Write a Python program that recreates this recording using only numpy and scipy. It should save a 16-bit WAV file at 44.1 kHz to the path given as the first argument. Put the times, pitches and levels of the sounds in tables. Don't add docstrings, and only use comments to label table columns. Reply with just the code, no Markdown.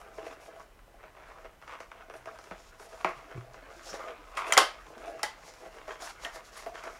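import sys
import numpy as np
from scipy import signal
from scipy.fft import rfft, irfft, next_fast_len
from scipy.io import wavfile
from scipy.ndimage import uniform_filter1d, map_coordinates

SR = 44100
rng = np.random.default_rng(int(sys.argv[2]) if len(sys.argv) > 2 else 0)


def to_wav(sig):
    pcm = np.clip(np.atleast_2d(sig), -1, 1) * 32767
    pcm = np.round(pcm).astype(np.int16)
    wavfile.write(sys.argv[1], SR, pcm.T)


def volts_from_db(level):
    exponent = np.asarray(level, float) / 20
    return 10 ** exponent


N = 308259


def unit(x):
    return x / np.sqrt(np.mean(x ** 2) + 1e-20)


def along(points, hz):
    f, v = np.transpose(points)
    return np.interp(np.log(hz + 1), np.log(f + 1), v)


def wobble(rate):
    knots = rng.standard_normal(int(N * rate / SR) + 4)
    return map_coordinates(knots, [np.arange(N) * rate / SR])


def filtered(x, response):
    m = next_fast_len(N + SR // 2)
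    return irfft(rfft(x, m) * response(np.fft.rfftfreq(m, 1 / SR)), m)[:N]


def ring(x, modes):
    lo, hi = 0.42 * modes[0][0], 1.24 * modes[-1][0]

    def shape(f):
        total = 0
        for k, (center, width, db) in enumerate(modes):
            mode = 1j * f * width / (center * center - f * f + 1j * f * width)
            total = total + (-1) ** k * volts_from_db(db) * mode
        return total * 1j * f / (lo + 1j * f) / (1 + 1j * f / hi) ** 2

    def leveled(f):
        response = shape(f)
        return response / np.sqrt(np.mean(abs(response) ** 2))

    return filtered(x, leveled)


def grit(per_s, spread_db, smooth):
    size = volts_from_db(spread_db * np.minimum(rng.exponential(size=N), 2))
    slips = (rng.random(N) < per_s / SR) * size * rng.standard_normal(N)
    return unit(unit(slips) + smooth * rng.standard_normal(N))


def patchy(x, depth_db):
    z = signal.stft(x, nperseg=512)[2]
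    field = uniform_filter1d(rng.standard_normal(z.shape), size=4, axis=0)
    field = uniform_filter1d(field, size=9, axis=1)
    return unit(signal.istft(z * volts_from_db(depth_db * unit(field)), nperseg=512)[1][:N])


def lone_modes(rows, waver):
    out, t = np.zeros(N + SR), np.arange(SR // 3) / SR
    for s, hz, db, rise, t60 in rows:
        drift = np.cumsum(rng.standard_normal(len(t)))
        phase = 2 * np.pi * hz * t + waver * np.sqrt(hz / 1000) * drift
        onset = 1 - np.exp(-(t / rise) ** 2)
        out[round(s * SR):][:len(t)] += volts_from_db(db - 60 * t / t60) * onset * np.sin(phase)
    return out[:N]


def contacts(rows, bodies, card_gain_db, hollow_gain_db, crackle_gain_db, blow):
    force, t = np.zeros((2, 3, N + SR)), np.arange(SR // 8) / SR
    for s, card_db, hollow_db, crackle_db, t60 in rows:
        burst = volts_from_db(-60 * t / np.clip(t60, .002, .12)) * rng.standard_normal((3, len(t)))
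        burst[:, 0] = blow * np.linalg.norm(burst, axis=1)
        burst /= np.linalg.norm(burst, axis=1, keepdims=True)
        levels_db = [card_db + card_gain_db, hollow_db + hollow_gain_db, crackle_db + crackle_gain_db]
        size = np.sqrt(0.00057 * SR) * volts_from_db(levels_db)
        force[0, :, round(s * SR):][:, :len(t)] += size[:, None] * burst
        force[1, :, round(s * SR)] += size
    return np.array([sum(ring(f[:N], modes) for f, modes in zip(path, bodies)) for path in force])


# start_s, pressure_db
GRIP_PRESSURE = [(0, -55), (.37, -61), (.6, -58.5), (.66, -65), (.97, -76), (1.2, -57.5), (1.42, -55.5),
                 (1.52, -70), (1.62, -72), (1.95, -64), (2.45, -62), (2.72, -60.5), (3.2, -54.5),
                 (3.5, -62), (3.7, -53), (4.8, -57.5), (5.5, -56.5), (6.99, -57)]


def strokes(under_db, sudden, even, held, building=()):
    t = np.arange(N) / SR
    grip_db = np.interp(t, *np.transpose(GRIP_PRESSURE))
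    power = volts_from_db(2 * (grip_db + np.reshape(under_db, (2, 1))))
    sudden_s, edge_s = 0.0043, 0.012
    shaped = [(r, sudden_s, 0, r[1]) for r in sudden]
    shaped += [(r, r[1], 0, r[1]) for r in even]
    shaped += [(r, r[1], 0, sudden_s) for r in building]
    shaped += [(r, edge_s, abs(r[1]), edge_s) for r in held]
    for (s, _, *peak_db), rise, hold, fall in shaped:
        first = max(round((s - 4 * abs(rise)) * SR), 0)
        near = slice(first, round((s + hold + 4 * abs(fall)) * SR))
        before = np.maximum(s - t[near], 0)
        after = np.maximum(t[near] - s - hold, 0)
        slope_db = -10 * (before / (abs(rise) + 1 / SR) + after / (abs(fall) + 1 / SR))
        power[:, near] += volts_from_db(2 * (np.reshape(peak_db, (2, 1)) + slope_db))
    return 10 * np.log10(power)


# pitch_hz, density_db (dB per Hz)
HUSH_SPECTRUM = [(15, -24), (27, 0), (40, 1.5), (68, -12.5), (200, -19), (600, -17.5), (1500, -23.5),
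                 (4000, -34.5), (8000, -37.5), (15800, -41)]
# pitch_hz, level_db (rms)
WHINE_TONES = [(2000, -78), (3000, -81.5), (4000, -88)]


def room_tone():
    noise = filtered(rng.standard_normal(N), lambda hz: volts_from_db(along(HUSH_SPECTRUM, hz)))
    hush = volts_from_db(-58.5 + 0.14 * wobble(2.83)) * unit(noise)
    t = np.arange(N) / SR
    return hush + sum(volts_from_db(db + 2.5) * np.sin(2 * np.pi * hz * t) for hz, db in WHINE_TONES)


# pitch_hz, t60_s
ROOM_DECAY = [(200, 0.15), (1000, 0.26), (4000, 0.28), (12000, 0.2)]


def room(x):
    out, step, delay = np.zeros(N + SR), SR // 3, 130
    for a in range(0, N, step):
        hz, t, z = signal.stft(rng.standard_normal(SR // 2), SR, nperseg=256)
        decay = volts_from_db(-60 * t / along(ROOM_DECAY, hz)[:, None])
        tail = signal.istft(z * decay, SR, nperseg=256)[1]
        wet = signal.fftconvolve(x[a:a + step], tail / np.linalg.norm(tail))
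        out[a + delay:][:len(wet)] += wet[:N + SR - a - delay]
    return out[:N]


# start_s, pitch_hz, level_db, rise_s, t60_s
TABLE_PUSHES = [(.182, 434, -35, 0.003, 0.091), (.3, 270, -46, 0.0091, 0.095),
                (2.15, 125, -52, 0.039, 0.46), (2.511, 189, -42.5, 0.0032, 0.12),
                (3.047, 180, -40, 0.0024, 0.17), (3.346, 135, -31, 0.0092, 0.13),
                (3.359, 375, -39, 0.002, 0.06), (3.42, 370, -46, .003, .08),
                (3.376, 123, -32.5, 0.0039, 0.21), (3.376, 361, -35.5, 0.0016, 0.069),
                (3.92, 194, -46, 0.0049, 0.1), (4.525, 195, -47.5, 0.0024, .1), (4.88, 150, -54, .01, 0.16),
                (3.16, 130, -47, .01, 0.155), (3.76, 349, -48, .01, 0.2), (4.09, 477, -39, 0.0068, 0.16),
                (4.965, 233, -47.5, 0.0056, .12), (5.43, 171, -53, 0.0091, 0.16),
                (5.66, 190, -51, .005, 0.11), (3.29, 420, -44, .008, .12), (3.24, 300, -49, .01, .15),
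                (3.47, 128, -48, .02, .3), (3.62, 280, -50, .01, .15), (4.18, 300, -50, .01, .2)]


def table_booms():
    return lone_modes(TABLE_PUSHES, waver=0.03)


# pitch_hz, width_hz, level_db
SQUEAK_BAND = [(4400, 3600, -1), (5640, 800, 6), (6900, 880, 0)]
# pitch_hz, width_hz, level_db
AIR_BAND = [(9100, 2600, -2.5), (11600, 2900, -4), (13900, 2300, -10.5)]
# start_s, fade_s (per 10 dB), squeak_db, air_db
SUDDEN_SLIPS = [(0.001, .08, -68, -66), (1.617, -0.3, -67, -83), (1.804, -0.04, -55, -72),
                (2.26, 0.6, -63, -75), (2.89, 0.4, -58, -68), (3.536, 0.04, -61, -80),
                (3.942, -0.02, -42, -66), (4.372, 0.06, -44.5, -56), (5.0585, .06, -57, -63),
                (4.98, .06, -62, -67), (5.193, .04, -56, -75), (5.159, .03, -62, -75),
                (5.538, 0.45, -64, -70), (6.572, 0.03, -48, -51)]
# peak_s, slope_s (per 10 dB), squeak_db, air_db
EVEN_GLIDES = [(.27, 0.02, -55, -63), (1.283, 0.02, -62, -72), (1.45, 0, -68, -73), (2.02, 0, -75, -76),
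               (2.17, -0.03, -64, -61.5), (2.45, -0.1, -58, -69), (2.67, 0, -59.5, -77),
               (3.02, 0.14, -62.5, -72), (4.876, 0.12, -61, -72), (5.22, 0, -57, -77),
               (5.485, 0.04, -51.5, -71), (5.6, 2, -63.5, -79), (6.247, 0.03, -44, -58),
               (6.357, 0.025, -45, -55), (6.92, 0.1, -55, -66.5)]
# start_s, length_s, squeak_db, air_db
STEADY_SLIDES = [(0.145, .2, -60, -72), (0.413, 0.063, -59, -65), (2.799, 0.065, -55, -62.5),
                 (0.56, 0.069, -64, -72), (1.68, 0.065, -62.5, -82), (3.71, 0.4, -59.5, -74),
                 (3.832, .14, -53.5, -67), (3.87, 0.022, -49.5, -67), (4.47, 0.062, -49, -55.5),
                 (5.07, .04, -60, -70), (2.58, .12, -61, -78), (4.28, .04, -63, -74),
                 (5.448, 0.038, -54.5, -68), (5.88, 0.066, -56.5, -74), (6.014, 0.086, -44, -54.5),
                 (6.103, 0.053, -57, -74), (6.449, 0.049, -55.5, -68), (6.529, 0.12, -53.5, -66),
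                 (6.747, 0.061, -54, -70), (6.84, 0.033, -54, -67.5)]


def sliding():
    squeak_db, air_db = strokes([-13, -29], SUDDEN_SLIPS, EVEN_GLIDES, STEADY_SLIDES)
    speed = wobble(35)
    squeak = volts_from_db(squeak_db - 5.5 + 1.65 * speed) * grit(4000, spread_db=3.5, smooth=0.91)
    air = volts_from_db(air_db - 3.5 + 1.5 * speed) * grit(4960, spread_db=-8.0, smooth=1.9)
    return ring(squeak, SQUEAK_BAND) + ring(air, AIR_BAND)


# pitch_hz, width_hz, level_db
BOX_HOLLOW = [(326, 76, -9), (465.5, 90, -3.5), (655.3, 41, 4.5), (809, 47, -3.5)]
# pitch_hz, width_hz, level_db
CARD_PANELS = [(1030, 362, 0), (1311, 159, 5), (1426, 240, 1.5), (1843, 390, -1.5), (2100, 390, -2),
               (2780, 426, -7), (3256, 580, -11)]
# start_s, fade_s (per 10 dB), hollow_db, card_db
CATCHING_RUBS = [(0.001, 0.1, -49, -58), (0.179, -0.02, -41, -48), (1.805, 0.03, -57, -46),
                 (1.917, 0.1, -55, -54), (2.1, 0.05, -50, -52.5), (2.272, 0.13, -49, -48.5),
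                 (2.516, .04, -46, -45), (2.8, .07, -42, -51), (2.93, .06, -47, -51), (3.48, 0.2, -53, -61),
                 (5.194, .04, -52, -50), (5.879, .05, -42, -52), (1.623, .05, -60, -50),
                 (2.139, .05, -45, -52), (4.37, 0.26, -51, -40), (6.25, 0.06, -53, -48.5),
                 (6.665, 0.01, -46, -48)]
# peak_s, build_s (per 10 dB), hollow_db, card_db
BUILDING_RUBS = [
    (.61, 0.8, -52, -58.5),
    (1.462, 0.03, -47, -49.5),
    (3.015, 0.04, -43, -46),
    (5.12, 0.1, -52, -56),
]
# peak_s, slope_s (per 10 dB), hollow_db, card_db
SWELLING_RUBS = [(.27, 0.03, -47, -48), (1.045, 0.05, -51, -53), (3.33, 0.1, -48, -52),
                 (3.948, 0.06, -41, -43), (4.095, 0.03, -41, -43), (4.5, 0.12, -36.5, -42),
                 (5.085, 0.0851, -38, -48), (6.245, 0.04, -44, -47), (6.357, 0.04, -51, -47),
                 (6.877, 0.025, -40, -45)]
# start_s, length_s, hollow_db, card_db
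STEADY_RUBS = [(0.218, 0.11, -49, -50.5), (4.374, 0.036, -52, -39), (4.45, 0.068, -52, -45),
               (0.488, 0.08, -47.5, -66), (1.144, 0.11, -58, -59), (1.28, .08, -58, -54),
               (1.692, 0.069, -56, -49), (1.95, .08, -49.5, -58), (2.152, 0.03, -50, -57),
               (3.545, 0.072, -49, -56), (3.993, 0.13, -45, -48), (4.9, 0.18, -49.5, -58.5),
               (4.85, .03, -55, -55), (4.95, .02, -56, -53), (5.623, 0.048, -48, -53.5),
               (5.745, .07, -50.5, -55), (5.886, 0.045, -49, -46), (6.01, 0.096, -52, -48.5),
               (6.569, 0.022, -49.5, -45), (6.604, 0.03, -56, -55), (6.75, .06, -46.5, -51),
               (6.84, 0.042, -44, -48), (6.903, 0.056, -52, -51)]


def rubbing():
    hollow_db, card_db = strokes([0.5, -0.4], CATCHING_RUBS, SWELLING_RUBS, STEADY_RUBS, BUILDING_RUBS)
    press = wobble(25)
    hollow_drag = patchy(grit(400, spread_db=2.5, smooth=0.9), depth_db=3.0)
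    hollow = volts_from_db(hollow_db - 5.0 + 0.93 * press + 1.4 * wobble(30)) * hollow_drag
    card_drag = patchy(grit(350, spread_db=2.5, smooth=0.9), depth_db=3.0)
    card = volts_from_db(card_db - 1.38 + 0.49 * press + 1.75 * wobble(45)) * card_drag
    return ring(hollow, BOX_HOLLOW) + ring(card, CARD_PANELS)


# pitch_hz, width_hz, level_db
CARD_CRACKLE = [(4360, 2300, 6), (6070, 710, 9), (6900, 250, 4.5), (9280, 960, 2.5), (10200, 1940, -4.5),
                (13500, 3000, -41.5)]
# start_s, card_db, hollow_db
FINGER_PATS = [(.0604, -60, -38), (.265, -33, -30), (0.3274, -35, -65), (0.7907, -39.5, -70),
               (.8774, -59, -41.5), (.9414, -50, -38.5), (1.038, -33, -38), (1.3748, -39, -43),
               (1.4454, -36, -36), (1.453, -31, -35), (1.03, -37, -48), (1.6237, -33.5, -46),
               (1.7, -43, -54), (1.723, -26, -39), (1.749, -41, -43), (1.7105, -28, -54),
               (1.7365, -27, -48), (1.694, -31, -50), (1.753, -30, -50), (1.167, -38, -50),
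               (1.198, -38, -50), (1.224, -38, -50), (1.531, -43, -55), (5.408, -41, -50),
               (5.611, -37, -46), (5.653, -34, -45), (5.742, -37, -46), (5.894, -31, -38),
               (6.004, -33, -44), (6.573, -31, -44), (2.922, -37, -44), (1.7887, -35, -55),
               (1.9524, -49, -42), (2.0086, -35, -48), (2.0826, -45, -40), (2.355, -42, -44.5),
               (2.5999, -37, -49), (1.9165, -27, -46), (2.2714, -36, -29.5), (2.4714, -36, -38.5),
               (2.5108, -25, -27), (3.0034, -37, -62.5), (3.2421, -35.5, -48), (3.409, -33, -79),
               (3.6242, -49, -42.5), (4.0385, -45, -32), (4.082, -31, -41), (4.9023, -50, -41),
               (4.9708, -55, -37), (5.0654, -42, -36), (5.4348, -37, -44), (5.4777, -35, -44.5),
               (5.6308, -41, -39), (5.6621, -40, -37), (6.223, -35, -51), (6.236, -30, -38),
               (5.8132, -40, -41), (5.9556, -28, -41), (6.8737, -37, -35)]
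# start_s, card_db, hollow_db, crackle_db
CREASE_TICKS = [(.0144, -36, -70, -52), (.184, -29, -39, -53), (.2444, -46, -42, -58),
                (0.5975, -36, -36, -52), (1.616, -39, -60, -55), (1.6778, -25.5, -41.5, -49),
                (1.8033, -26.5, -33, -43), (2.0988, -29, -33, -49), (2.139, -29, -34, -49),
                (2.166, -45, -50, -50), (2.034, -51, -55, -58), (2.2576, -27.5, -36.5, -48),
                (2.388, -31, -39.5, -43), (2.4408, -34, -64, -45), (2.799, -36, -43, -51),
                (2.9317, -37, -38, -53), (3.19, -35, -44, -58), (3.3135, -33, -39, -50),
                (3.543, -32, -57, -60), (3.535, -47, -62, -49), (3.9316, -26, -32, -45),
                (3.9387, -34, -27.5, -44), (3.9948, -32, -30.5, -49.5), (5.099, -37, -50, -50),
                (5.538, -44, -57, -44.5), (5.1935, -29, -40, -48), (4.9797, -45, -50, -48),
                (5.0585, -45, -50, -47), (4.866, -48, -55, -54), (5.7693, -37.5, -45, -54),
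                (5.8798, -30, -29, -45), (6.0117, -45, -56, -56), (6.358, -33, -40, -44),
                (6.567, -36, -41, -48), (6.6335, -34, -43, -52), (6.6625, -27, -32, -44),
                (6.784, -33, -48, -52), (6.8379, -26.5, -36, -40)]


def pats_and_ticks():
    crackle_under_card_db, pat_t60_s, tick_t60_s = -26, .021, 0.031
    rows = [(s, card_db, hollow_db, card_db + crackle_under_card_db, pat_t60_s)
            for s, card_db, hollow_db in FINGER_PATS]
    rows += [(*row, tick_t60_s) for row in CREASE_TICKS]
    return contacts(sorted(rows), (CARD_PANELS, BOX_HOLLOW, CARD_CRACKLE),
                    card_gain_db=-7.5, hollow_gain_db=0.0, crackle_gain_db=-2.0, blow=1.9)


# start_s, card_db, hollow_db, crackle_db, t60_s
EDGE_RAPS = [
    (3.0462, -12, -19, -44, 0.028),
    (3.09, -48, -37, -55, .02),
    (3.11, -34, -39, -68.5, 0.026),
]
# pitch_hz, width_hz, level_db
EDGE_CARD = [(1120, 220, 2.5), (1500, 610, -4), (1960, 310, -1), (2450, 530, -7)]
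# pitch_hz, width_hz, level_db
RESTING_HOLLOW = [(350, 40, -3), (494, 220, -11.5), (646, 33, 3), (823, 64, -4)]


def edge_raps():
    return contacts(EDGE_RAPS, (EDGE_CARD, RESTING_HOLLOW, CARD_CRACKLE),
                    card_gain_db=0.0, hollow_gain_db=6.5, crackle_gain_db=9.5, blow=1.1)


# start_s, pitch_hz, level_db, rise_s, t60_s
PANEL_PINGS = [(3.885, 5500, -34, 0.011, 0.12), (3.088, 1152, -31, .004, .06),
               (3.985, 1210, -37, 0.017, 0.5), (4.368, 1101, -31.5, 0.0083, 0.29),
               (4.523, 2100, -7, 0.00045, 0.012), (4.523, 6900, -10, 0.00077, 0.012),
               (4.5345, 5980, -11.5, 0.0018, 0.018), (4.5685, 2060, -10.5, 0.00056, 0.03),
               (4.578, 1050, -20, 0.0027, 0.15), (4.524, 8800, -26, 0.0011, 0.057),
               (4.5765, 3170, -16, .0008, .05), (4.5765, 4710, -16.5, 0.00063, .04),
               (4.5765, 6900, -9, 0.00067, .02), (4.585, 8550, -26, .001, 0.013),
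               (5.231, 5500, -27, .0008, 0.026), (5.233, 1690, -32, .001, .08),
               (4.579, 1540, -22, .002, .1), (4.534, 7200, -24, .001, .015), (4.53, 1400, -27, .003, .12),
               (3.89, 6100, -38, .015, .1), (3.89, 6900, -39, .01, .08), (5.232, 3150, -38, .001, .03),
               (5.231, 9250, -28, .0007, .02), (4.523, 3200, -20, .0007, .025),
               (4.371, 3150, -36, .001, .02), (5.194, 1100, -38, .001, .02),
               (6.25, 1890, -29.5, .001, 0.065), (6.25, 697, -34.5, 0.0018, 0.11),
               (6.6625, 464, -27.5, 0.0021, 0.026), (6.838, 2160, -36.5, .001, .03),
               (5.231, 7120, -24, 0.00063, 0.018), (5.232, 850, -31, 0.0011, 0.18),
               (5.234, 1996, -27, 0.0015, 0.093), (6.015, 680, -33.5, 0.0063, 0.1),
               (6.663, 694, -33, 0.0019, 0.22)]


def panel_pings():
    return lone_modes(PANEL_PINGS, waver=0.088)


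# start_s, card_db, hollow_db, crackle_db, t60_s
FLAP_SNAPS = [(4.352, -42, -52, -50.5, 0.013), (4.486, -30, -48, -52, .022),
              (4.371, -21.5, -48, -36, 0.015), (4.5225, -10, -33, -29, 0.022), (4.531, -18, -34, -31, 0.04),
              (4.543, -22, -38, -33, 0.04), (4.5685, -10, -22, -34, 0.025), (4.5762, 2.5, -17, -9.5, 0.026),
              (4.588, -10, -26, -18, 0.018), (4.613, -17, -21, -40, 0.03), (5.2308, -16, -34, -24.5, 0.018),
              (5.2375, -25, -38, -32, 0.01), (6.249, -21, -35, -40, 0.0091)]
# pitch_hz, width_hz, level_db
FLAP_CARD = [(1030, 280, -0.5), (1380, 240, 0), (1590, 186, 0.5), (2134, 140, -3), (2490, 350, -9),
             (3164, 290, -1)]
# pitch_hz, width_hz, level_db
OPENING_HOLLOW = [(257, 60, -16), (425, 170, -7), (680, 224, -0.5), (788, 62, 4.5)]
# pitch_hz, width_hz, level_db
FLAP_FIBRES = [(3750, 470, -4), (4630, 810, -0.5), (5570, 810, -1.5), (6660, 850, -5), (8800, 1600, -6.5),
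               (10460, 1800, -8), (12700, 2200, -14.5)]


def flap_snaps():
    return contacts(FLAP_SNAPS, (FLAP_CARD, OPENING_HOLLOW, FLAP_FIBRES),
                    card_gain_db=-4.5, hollow_gain_db=8.0, crackle_gain_db=1.5, blow=0.31)


def scene():
    hush, booms = room_tone(), table_booms()
    rub = sliding() + rubbing()
    near, sent = pats_and_ticks() + edge_raps() + flap_snaps()
    pings = panel_pings()
    dull_pings = filtered(pings, lambda hz: 1 / (1 + (hz / 4500) ** 2))
    walls = room(volts_from_db(-3.0) * sent + volts_from_db(-6) * dull_pings + volts_from_db(-9.0) * rub)
    box = filtered(near + pings + walls, lambda hz: (1j * hz / (110 + 1j * hz)) ** 2)
    return (box + rub + booms + hush)[None]


def low_pass(x):
    return signal.sosfilt(signal.butter(12, 15850, fs=SR, output="sos"), x)


def record(dry):
    rounded = dry[0] / (1 + abs(dry[0] / .85) ** 4) ** (1 / 4)
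    mix = filtered(rounded, lambda hz: hz < 15850)[None]
    return low_pass(mix)


dry = scene()
out = record(dry)
to_wav(out)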